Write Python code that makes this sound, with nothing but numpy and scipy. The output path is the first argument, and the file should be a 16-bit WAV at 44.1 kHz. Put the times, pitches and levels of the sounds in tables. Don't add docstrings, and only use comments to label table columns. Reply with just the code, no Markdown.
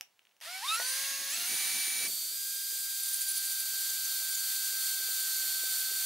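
import sys
import numpy as np
from scipy import signal
from scipy.fft import rfft, irfft, next_fast_len
from scipy.io import wavfile
from scipy.ndimage import uniform_filter1d, map_coordinates

SR = 44100
rng = np.random.default_rng(int(sys.argv[2]) if len(sys.argv) > 2 else 0)


def level_to_linear(level):
    exponent = np.asarray(level, float) / 20
    return 10 ** exponent


def wav_out(sig):
    wavfile.write(sys.argv[1], SR, np.round(np.clip(np.atleast_2d(sig).T, -1, 1) * 32767).astype(np.int16))


N = 266805

ON_S, FREE_S = .412, .767
FULL_S, SCENE_S = 1.52, 2.075
BITE_S, HUM_S = 2.33, 2.765
POLES = 3


def unit(x):
    return x / np.sqrt(np.mean(x ** 2) + 1e-20)


def along(points, hz):
    f, v = np.transpose(points)
    return np.interp(np.log(hz + 1), np.log(f + 1), v)


def curves(rows):
    s, *cols = np.transpose(rows)
    t = np.arange(N) / SR
    gate = uniform_filter1d(1. 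* ((t > s[0]) & (t <= s[-1])), size=150)
    return [gate] + [np.interp(t, s, c) for c in cols]


def between(s0, s1):
    return curves([(s0,), (s1,)])[0]


def wobble(rate, size=N):
    coarse = np.arange(0, size + 8, 8)
    knots = rng.standard_normal(int(size * rate / SR) + 4)
    curve = map_coordinates(knots, [coarse * rate / SR])
    return np.interp(np.arange(size), coarse, curve)


def filtered(x, response):
    m = next_fast_len(N + 8192)
    return irfft(rfft(x, m) * response(np.fft.rfftfreq(m, 1 / SR)), m)[..., :N]


def rush(spectrum, wide, lumps):
    colour = lambda hz: level_to_linear(along(spectrum, hz) + [0 * hz, along(wide, hz)])
    mid, side = filtered(lumps * rng.standard_normal((2, N)), colour)
    return unit(np.array([mid + side, mid - side]))


def add(x, s, sound):
    part = x[round(s * SR):][:len(sound)]
    part += sound[:len(part)]


def drill():
    t, (speed, deep) = np.arange(N) / SR, shaft()
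    return starting(t, speed) + running(speed) + boring(t, speed, deep)


# (time [s], shaft speed aimed at [turns/s], lag [s])
STEPS = [(.405, 84, .034), (.5, 87.6, .068), (.607, 110, .05), (.625, 154, .052), (.764, 155.5, .003),
         (.772, 183.6, .115), (1.296, 205, .05), (1.318, 235.3, .031), (1.455, 256.1, .02),
         (2.09, 255.3, .1), (2.311, 265.6, .014)]
# (time [s], speed lost [turns/s])
SAG = [
    (2.6, 0),
    (2.9, .8),
    (3.32, 2.9),
    (4, 3.6),
    (4.28, 4.5),
    (4.52, 4.1),
    (5.24, 6),
    (5.72, 7.1),
    (6.05, 6.1),
]


def shaft():
    t, speed = np.arange(N) / SR, np.zeros(N)
    for s, aim, lag in STEPS:
        climb = aim + (speed[int(s * SR)] - aim) * np.exp(-np.abs(t - s) / lag)
        speed = np.where(t >= s, climb, speed)
    sag = curves(SAG)[1]
    nearly_full_sag = 4.5
    return uniform_filter1d(speed, size=300) - sag, np.tanh(sag / nearly_full_sag)


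def poled(order):
    return POLES * round(order / POLES)


def whine(gate, speed, levels, casing, drift_hz, flutter_db, smear, skew, surge_db=0, flutter_hz=35):
    on = gate > 0
    surge = np.tanh(np.abs(np.gradient(speed)) * SR / 700)[on]
    speed = (speed + drift_hz * wobble(13))[on]
    turns, out = np.cumsum(speed) / SR, np.zeros((2, N))
    for order, db in levels:
        lift_db = sum(g / (1 + (2 * (order * speed - hz) / w) ** 2) for hz, w, g in casing)
        phase = 2 * np.pi * order * turns + smear * np.sqrt(order) * wobble(70, size=len(turns))
        blur_db = surge_db * surge * (order > 10)
        flutter = flutter_db * wobble(flutter_hz, size=len(turns))
        level_db = (db + np.zeros(N))[on] + lift_db - blur_db + flutter
        size = np.sqrt(2) * gate[on] * level_to_linear(level_db)
        out[:, on] = out[:, on] + size * np.sin(phase + np.array([[-skew], [skew]]) * order)
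    return out


def brushes(gate, hiss_db, casing_db, top_db, spectrum, wide, ripple, sparks_db):
    beat = np.cos(2 * np.pi * 310 * np.arange(N) / SR + 3.5 * wobble(16))
    lumps = (1 + ripple * beat) * level_to_linear(sparks_db * wobble(900) + 0.51 * wobble(12))
    hiss = rush(spectrum, wide, lumps)
    low_pass = lambda hz: 1 / (1 + (hz / 2800) ** 4)
    high_pass = lambda hz: 1 - 1 / (1 + (hz / 11500) ** 6)
    casing, top = filtered(hiss, lambda hz: np.array([[low_pass(hz)], [high_pass(hz)]]))
    return gate * level_to_linear(hiss_db) * (hiss + (level_to_linear(casing_db) - 1) * casing + (level_to_linear(top_db) - 1) * top)


# (shaft order, level when slow [dB], level when fast [dB])
START_ORDERS = [(3, -97, -71.5), (5.9, -85, -61), (8.99, -53, -35.5), (12.26, -86, -58.5),
                (17.8, -53.5, -44), (27, -53, -49.5), (30, -73, -56), (36.1, -66, -52), (45, -81, -49),
                (52.4, -65, -49), (63, -58, -54), (72, -67.5, -43), (80.5, -65, -58), (90, -66, -55)]
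# (frequency [Hz], width [Hz], lift [dB])
START_CASING = [(567, 88, -10), (1280, 280, -4), (1380, 100, 3.5), (1800, 150, 9.5), (2000, 200, -5),
                (2260, 75, 6), (2680, 180, 6.5), (3770, 650, 14.5)]
# (frequency [Hz], density [dB per Hz])
START_HISS = [(180, -51), (300, -50), (600, -16.5), (1000, -8), (2200, -2.5), (4700, 2), (6000, -3),
              (7200, -5), (10200, -2), (15700, -11.5)]
# (frequency [Hz], side minus mid [dB])
WIDE_FREE = [(60, -26), (130, -11), (290, -25), (640, -26), (1000, -25), (1410, -34), (3100, -8.5),
             (6820, -10), (15000, -16)]


def starting(t, speed):
    fast = np.clip((speed - 80) / 68, -1.2, 1.05)
    levels = [(poled(order), slow_db + (fast_db - slow_db) * fast)
              for order, slow_db, fast_db in START_ORDERS]
    on = between(ON_S, FREE_S)
    fade_in = np.clip((t - .43) / .035, 0, 1)
    tones = whine(on * fade_in, speed, levels, START_CASING, drift_hz=0.072, flutter_db=3.5,
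                  smear=0.024, skew=0.0071, surge_db=6.5)
    shudder_db = 0.62 + 8 * np.exp(-np.abs(t - ON_S) / 0.052)
    return tones + brushes(on, -43.5 + 8.4 * fast, shudder_db, -.5 - .5 * fast, START_HISS, WIDE_FREE,
                           ripple=0.039, sparks_db=0.8)


# (shaft order, level when slow [dB], level when fast [dB], gain at held speed [dB])
FREE_ORDERS = [(3, -63, -62, -11), (6, -57.5, -65, -2), (9, -49, -47, 5), (12, -50, -61, -5),
               (18, -61, -65, 0), (27, -53, -52, 0), (36, -45, -43, 1), (45, -60, -46, 2),
               (54, -45.5, -49.5, 0), (60, -56, -55, 2), (63, -55, -64, 0), (72, -50, -78, 0),
               (84, -53, -78, 0)]
# (shaft order, level [dB])
SPIN_FAINT = [(15, -60), (69, -66), (81, -64), (90, -56)]
# (frequency [Hz], width [Hz], lift [dB])
FREE_CASING = [(1434, 120, 10), (1890, 130, 6), (2060, 260, -15), (4580, 410, 11), (5450, 440, -2),
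               (2730, 470, 8), (6340, 180, -14), (7900, 860, 9.5), (8300, 480, -20), (9400, 290, 8),
               (10400, 300, 4.5), (11800, 540, -12), (12550, 200, 4)]
# (frequency [Hz], density [dB per Hz])
FREE_HISS = [(180, -56), (300, -40), (432, -40), (746, -17), (910, -17.5), (1330, -13.5), (1820, -5.5),
             (3050, -7), (4310, -1), (5260, -6), (6210, -1.5), (7210, -7), (11100, -4.5), (14700, -11),
             (15700, -7)]
# (time [s], level [dB])
EFFORT = [
    (.767, -1.5),
    (.95, 1.3),
    (1.28, -2),
    (1.34, 0),
    (1.5, 1.5),
    (1.7, 1),
    (2.075, 0.5),
]


def running(speed):
    on, effort_db = between(FREE_S, SCENE_S), curves(EFFORT)[1]
    fast = np.clip((speed - 182) / 72, 0, 1)
    held = np.clip((np.arange(N) / SR - FULL_S) / (SCENE_S - FULL_S), 0, 1)
    levels = [(poled(order), slow_db + (fast_db - slow_db) * fast + 1.14 * effort_db + held_db * held)
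              for order, slow_db, fast_db, held_db in FREE_ORDERS]
    faint = [(poled(order), db) for order, db in SPIN_FAINT]
    tones = whine(on, speed, levels, FREE_CASING, drift_hz=0.1, flutter_db=0.64,
                  smear=0.025, skew=0.0064, surge_db=-2.5)
    tones += whine(on, speed, faint, [], drift_hz=0.085, flutter_db=6.5, smear=0.044, skew=0.0036)
    fan_db = -3.5 + 3.7 * np.clip((speed - 155) / 100, 0, 1)
    return tones + brushes(on, -34.0 + effort_db, .1, fan_db, FREE_HISS, WIDE_FREE,
                           ripple=0.044, sparks_db=0.1)


# (shaft order, level shallow [dB], level deep [dB], gain before the bite [dB])
BORE_ORDERS = [(2.995, -76.5, -67, 9), (6, -54, -46, -15), (9, -67, -69, 1.5), (12, -59.5, -58.5, -2),
               (18, -46.5, -45, 3), (24, -54.5, -58.5, -4), (30, -54, -76, 1), (36, -52.5, -49.5, -2),
               (54, -50, -66, -8), (60, -57, -48, -4)]
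# (shaft order, level shallow [dB], level deep [dB])
GEARS = [(5.07, -76, -61.5), (14, -59, -55), (16.4, -64, -51), (16.8, -56, -47.5), (33.6, -54, -54),
         (37.9, -58, -62), (49.4, -53, -53), (52.1, -64, -53), (56, -60, -48)]
# (frequency [Hz], density [dB per Hz])
LOADED_HISS = [(180, -72), (300, -31), (900, -27), (1400, -14), (1700, -11), (1830, -15), (1960, -12.5),
               (2150, -11), (2950, -10), (3500, -2.5), (4100, -2.5), (4360, 2.5), (4600, -4), (5010, -4.5),
               (8650, 1.5), (9050, -0.5), (9400, 1.5), (9800, -3), (10400, -2.5), (12000, 1), (15700, -2.5)]
# (frequency [Hz], side minus mid [dB])
WIDE_LOADED = [(60, -26), (130, -16), (290, -16), (640, -33), (1410, -31), (3100, -23), (6820, -8),
               (15000, -10)]


def boring(t, speed, deep):
    on, cut = between(SCENE_S, 7), deep ** 1.6
    loose = 1 / (1 + np.exp(np.clip((t - BITE_S) / 0.051, -30, 30)))
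    no_hum = 1 - between(HUM_S, 7)
    motor = [(poled(order), a_db + (b_db - a_db) * cut + c_db * loose - 16 * (order < POLES + 1) * no_hum)
             for order, a_db, b_db, c_db in BORE_ORDERS]
    gears = [(order, a_db + (b_db - a_db) * cut) for order, a_db, b_db in GEARS]
    tones = whine(on, speed, motor, [], drift_hz=0.268, flutter_db=1.38, smear=0.12, skew=0.0041,
                  flutter_hz=74.7)
    tones += whine(on, speed, gears, [], drift_hz=0.287, flutter_db=2.0, smear=0.17, skew=0.0037)
    since_grab = t - 3.295
    throb_db = 1.2 * np.cos(2 * np.pi * 13 * since_grab) * np.exp(-(since_grab / .3) ** 2)
    return tones + brushes(on, -35.3 + 3.58 * deep + throb_db, -1.6 + 3.2 * deep, .1,
                           LOADED_HISS, WIDE_LOADED, ripple=0.058, sparks_db=0.4)


# (time [s], peak level [dB], frequency [Hz], length [s])
SQUEAKS = [(3.031, -31.5, 10200, 0.0064), (3.034, -33, 9300, 0.0082), (3.082, -33, 9600, .005),
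           (3.085, -31, 9300, 0.0051), (3.088, -31, 10200, 0.0056), (3.131, -30, 9900, 0.0055),
           (3.14, -27, 9400, 0.0077), (3.166, -36, 10400, .008), (3.206, -30.5, 9700, 0.0104),
           (3.216, -28, 9400, 0.0034), (3.281, -29, 9620, 0.015), (3.293, -33, 10300, 0.015),
           (3.313, -31, 10300, 0.009), (3.355, -32.5, 9600, 0.016), (3.369, -36, 10300, .01),
           (3.377, -31, 10400, .007), (3.457, -36, 10400, 0.011), (3.495, -35, 10000, 0.0084),
           (3.512, -35, 9400, 0.0146), (3.596, -33, 10400, 0.0091), (3.601, -32.5, 9700, 0.01),
           (3.892, -36, 6400, 0.017), (4.046, -34.5, 6300, 0.017), (4.204, -37, 5570, 0.0097),
           (4.311, -35, 8800, 0.0087), (4.346, -33.5, 7000, 0.011), (4.374, -38, 6600, .01)]


def squeaks():
    x = np.zeros(N)
    for s, db, hz, length in SQUEAKS:
        u = np.arange(int(length * SR)) / (length * SR)
        band = signal.butter(2, [0.95 * hz, 1.08 * hz], "bandpass", fs=SR, output="sos")
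        scrape = signal.sosfilt(band, rng.standard_normal(len(u)))
        chirp = np.sin(2 * np.pi * hz * length * (1.06 * u - 0.059 * u ** 2))
        add(x, s, level_to_linear(db) * np.sin(np.pi * u) * (0.87 * chirp + 2.46 * scrape))
    return x


# (time [s], peak level [dB], brightness [dB])
TICKS = [(0.01, -22, -7), (0.193, -42.5, -17), (0.2194, -53, -20), (0.2314, -64, -9), (0.2525, -45.5, -14),
         (0.27, -45, -23), (0.293, -52, -20), (0.3124, -54, -19), (0.321, -55, -20), (0.3665, -51, -10),
         (0.4037, -42, -8), (0.4118, -40, -1)]
# (frequency [Hz], level [dB], t60 [s])
SHELL = [(2160, -2.5, 0.0017), (2780, 3.5, 0.0037), (3480, -7, 0.0025), (5600, 12.5, 0.0035),
         (8800, 9, 0.0024), (11900, 10, 0.002)]


def ticks():
    x, t = np.zeros(N), np.arange(600) / SR
    for s, db, bright_db in TICKS:
        for hz, level_db, t60 in SHELL:
            strength_db = db - 6 + level_db + (hz > 4500) * bright_db + rng.normal(0, 2.1)
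            ring = level_to_linear(strength_db - 60 * t / t60) * np.sin(2 * np.pi * hz * t)
            add(x, s, ring * (1 - np.exp(-t / 0.000096)))
    return filtered(x, lambda hz: 1 / (1 + (1100 / (hz + 1)) ** 3))


# (time [s], level [dB], t60 [s], upper modes [dB])
KNOCKS = [
    (.0105, -27, 0.1, -13),
    (0.4126, -18, 0.022, -8),
    (0.798, 4.5, 0.022, 1),
    (.81, -5, 0.057, -10),
]


def knock():
    x, t = np.zeros(N), np.arange(4000) / SR
    body = [(330, -47), (560, -42), (690, -34.5), (860, -35.5), (1020, -45), (1250, -42), (1900, -32.5)]
    for s, level_db, t60, upper_db in KNOCKS:
        ring = sum(level_to_linear(db + (hz > 1500) * upper_db) * np.sin(2 * np.pi * hz * rng.normal(1, .03) * t)
                   for hz, db in body)
        add(x, s, ring * level_to_linear(level_db - 60 * t / t60) * (1 - np.exp(-t / 0.0012)))
    return filtered(x, lambda hz: 1 / (1 + (330 / (hz + 1)) ** 6))


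# (time [s], peak level [dB], frequency [Hz])
PUFFS = [(1.379, -56, 258), (1.422, -54, 291), (1.456, -64, 700), (1.493, -52, 328), (1.54, -55, 247),
         (1.61, -53, 337), (1.643, -55, 404), (1.779, -56, 326), (1.877, -49, 350), (2.044, -51.5, 417),
         (1.027, -66, 200), (1.114, -59, 245),
         (2.095, -51, 474), (2.227, -58, 748), (2.252, -55, 525), (2.313, -57, 528), (2.34, -57, 460),
         (2.449, -61, 396), (2.554, -59, 538), (2.64, -66, 390), (2.724, -55, 444), (2.756, -56.5, 624),
         (2.827, -64, 560), (3.003, -59, 409), (3.068, -65, 468), (3.168, -76, 748), (3.176, -66, 533),
         (3.33, -69, 342), (3.441, -71, 748), (3.527, -68, 501), (3.562, -75, 600), (3.758, -62, 393),
         (3.905, -55, 630), (4.069, -57, 622), (4.112, -54, 552), (4.145, -62, 506), (4.219, -49, 732),
         (4.27, -62, 748), (4.3, -58, 406), (4.33, -64, 541), (4.378, -72, 748), (4.4, -74, 576),
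         (4.497, -66, 304), (4.625, -72, 748), (4.691, -59, 546), (4.732, -54.5, 479), (4.769, -64, 557),
         (4.851, -65, 748), (5.006, -51.5, 482), (5.085, -48.5, 594), (5.129, -61, 614), (5.171, -64, 355),
         (5.275, -61, 557), (5.436, -58, 525), (5.484, -56, 665), (5.635, -45.5, 549), (5.717, -56, 404),
         (5.789, -62, 514), (5.836, -63, 748), (5.88, -67, 627), (5.913, -50, 450), (5.945, -58, 345)]


def puffs():
    x = np.zeros((2, N))
    turn, lean = .7, .2
    for s, db, hz in PUFFS:
        cycles = np.arange(int(2.6 * SR / hz)) * hz / SR
        size = level_to_linear(db + 2.0) * np.sin(np.pi * cycles / 2.6) ** 2
        push = size * np.sin(2 * np.pi * cycles)
        late = size * np.cos(2 * np.pi * cycles)
        add(x[0], s, push * (1 + lean) + turn * late)
        add(x[1], s, push * (1 - lean) - turn * late)
    return x


# (time [s], level [dB])
GUSTS = [(.42, -90), (.9, -74.5), (1.1, -71), (1.27, -68), (1.4, -60), (2.08, -60.5), (2.15, -65),
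         (2.3, -75), (2.5, -76), (2.8, -77.5), (3.5, -86), (4.3, -79), (6.05, -76)]
# (frequency [Hz], density [dB per Hz])
AIR = [(25, -17), (60, -16), (120, -8), (250, 0.5), (500, -5.5), (800, -5), (1200, -24.5)]
# (frequency [Hz], side minus mid [dB])
WIDE_AIR = [(60, -30), (90, -26), (140, -14), (250, -16), (500, -23), (900, -13)]


def air():
    gate, gust_db = curves(GUSTS)
    lumps = level_to_linear(3.0 * wobble(45) + 3.7 * wobble(15) + 0.78 * wobble(2.53))
    return gate * level_to_linear(gust_db) * rush(AIR, WIDE_AIR, lumps)


# (frequency [Hz], t60 [s])
SHOP = [(300, 0.11), (3000, 0.2), (12000, 0.13)]


def shop(x):
    hz, t, z = signal.stft(rng.standard_normal((2, SR // 3)), SR, nperseg=256)
    decay = level_to_linear(-60 * t / along(SHOP, hz)[:, None])
    tail = signal.istft(z * decay, SR, nperseg=256)[1]
    return signal.fftconvolve(x[None], tail / np.linalg.norm(tail[0]), axes=1)[:, :N]


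# (frequency [Hz], density [dB per Hz])
QUIET = [(25, -24), (100, -17), (160, -17), (400, -12), (635, -9), (2020, -11), (2800, -12), (6000, -15),
         (15700, -20.5)]


def floor():
    return level_to_linear(-73.5) * rush(QUIET, WIDE_LOADED, 1)


def scene():
    clicks, edge = ticks() + knock(), squeaks()
    room = level_to_linear(-7.5) * shop(clicks + level_to_linear(1.5) * edge)
    return drill() + air() + clicks + edge + room + puffs() + floor()


# (lower edge [Hz], upper edge [Hz])
NARROW_HZ = (1745, 1885)
# (time [s], length [s])
GAPS = [(2.35, .12), (2.51, .19), (2.745, .03), (2.81, .055), (2.94, .03), (3.02, .04), (3.135, .04),
        (3.2, .06), (3.345, .035), (3.48, .11), (3.63, .05), (3.97, .03), (4.13, .125), (4.3, .075),
        (4.57, .11), (4.715, .055), (4.88, .1), (5.02, .04), (5.11, .035), (5.175, .025), (5.225, .035),
        (5.34, .04), (5.475, .025), (5.55, .045), (5.8, .04), (5.87, .025)]


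def gapped(x):
    shut = sum(between(s, s + length) for s, length in GAPS)
    band = filtered(x, lambda hz: (hz > NARROW_HZ[0]) & (hz < NARROW_HZ[1]))
    return x - uniform_filter1d(shut, size=300) * band


def band_limit(x):
    return signal.sosfilt(signal.butter(12, 17030, fs=SR, output="sos"), x)


# (frequency [Hz], left minus right [dB])
LEAN = [(60, 0.0), (150, -1), (380, -1), (950, -0.5), (2380, -0.5), (5980, -1.0), (15000, -1.5)]


def record(dry):
    top_hz = 15725
    ports = filtered(dry, lambda hz: level_to_linear(np.outer([.5, -.5], along(LEAN, hz))) * (hz < top_hz))
    return band_limit(gapped(ports))


dry = scene()
out = record(dry)
wav_out(out)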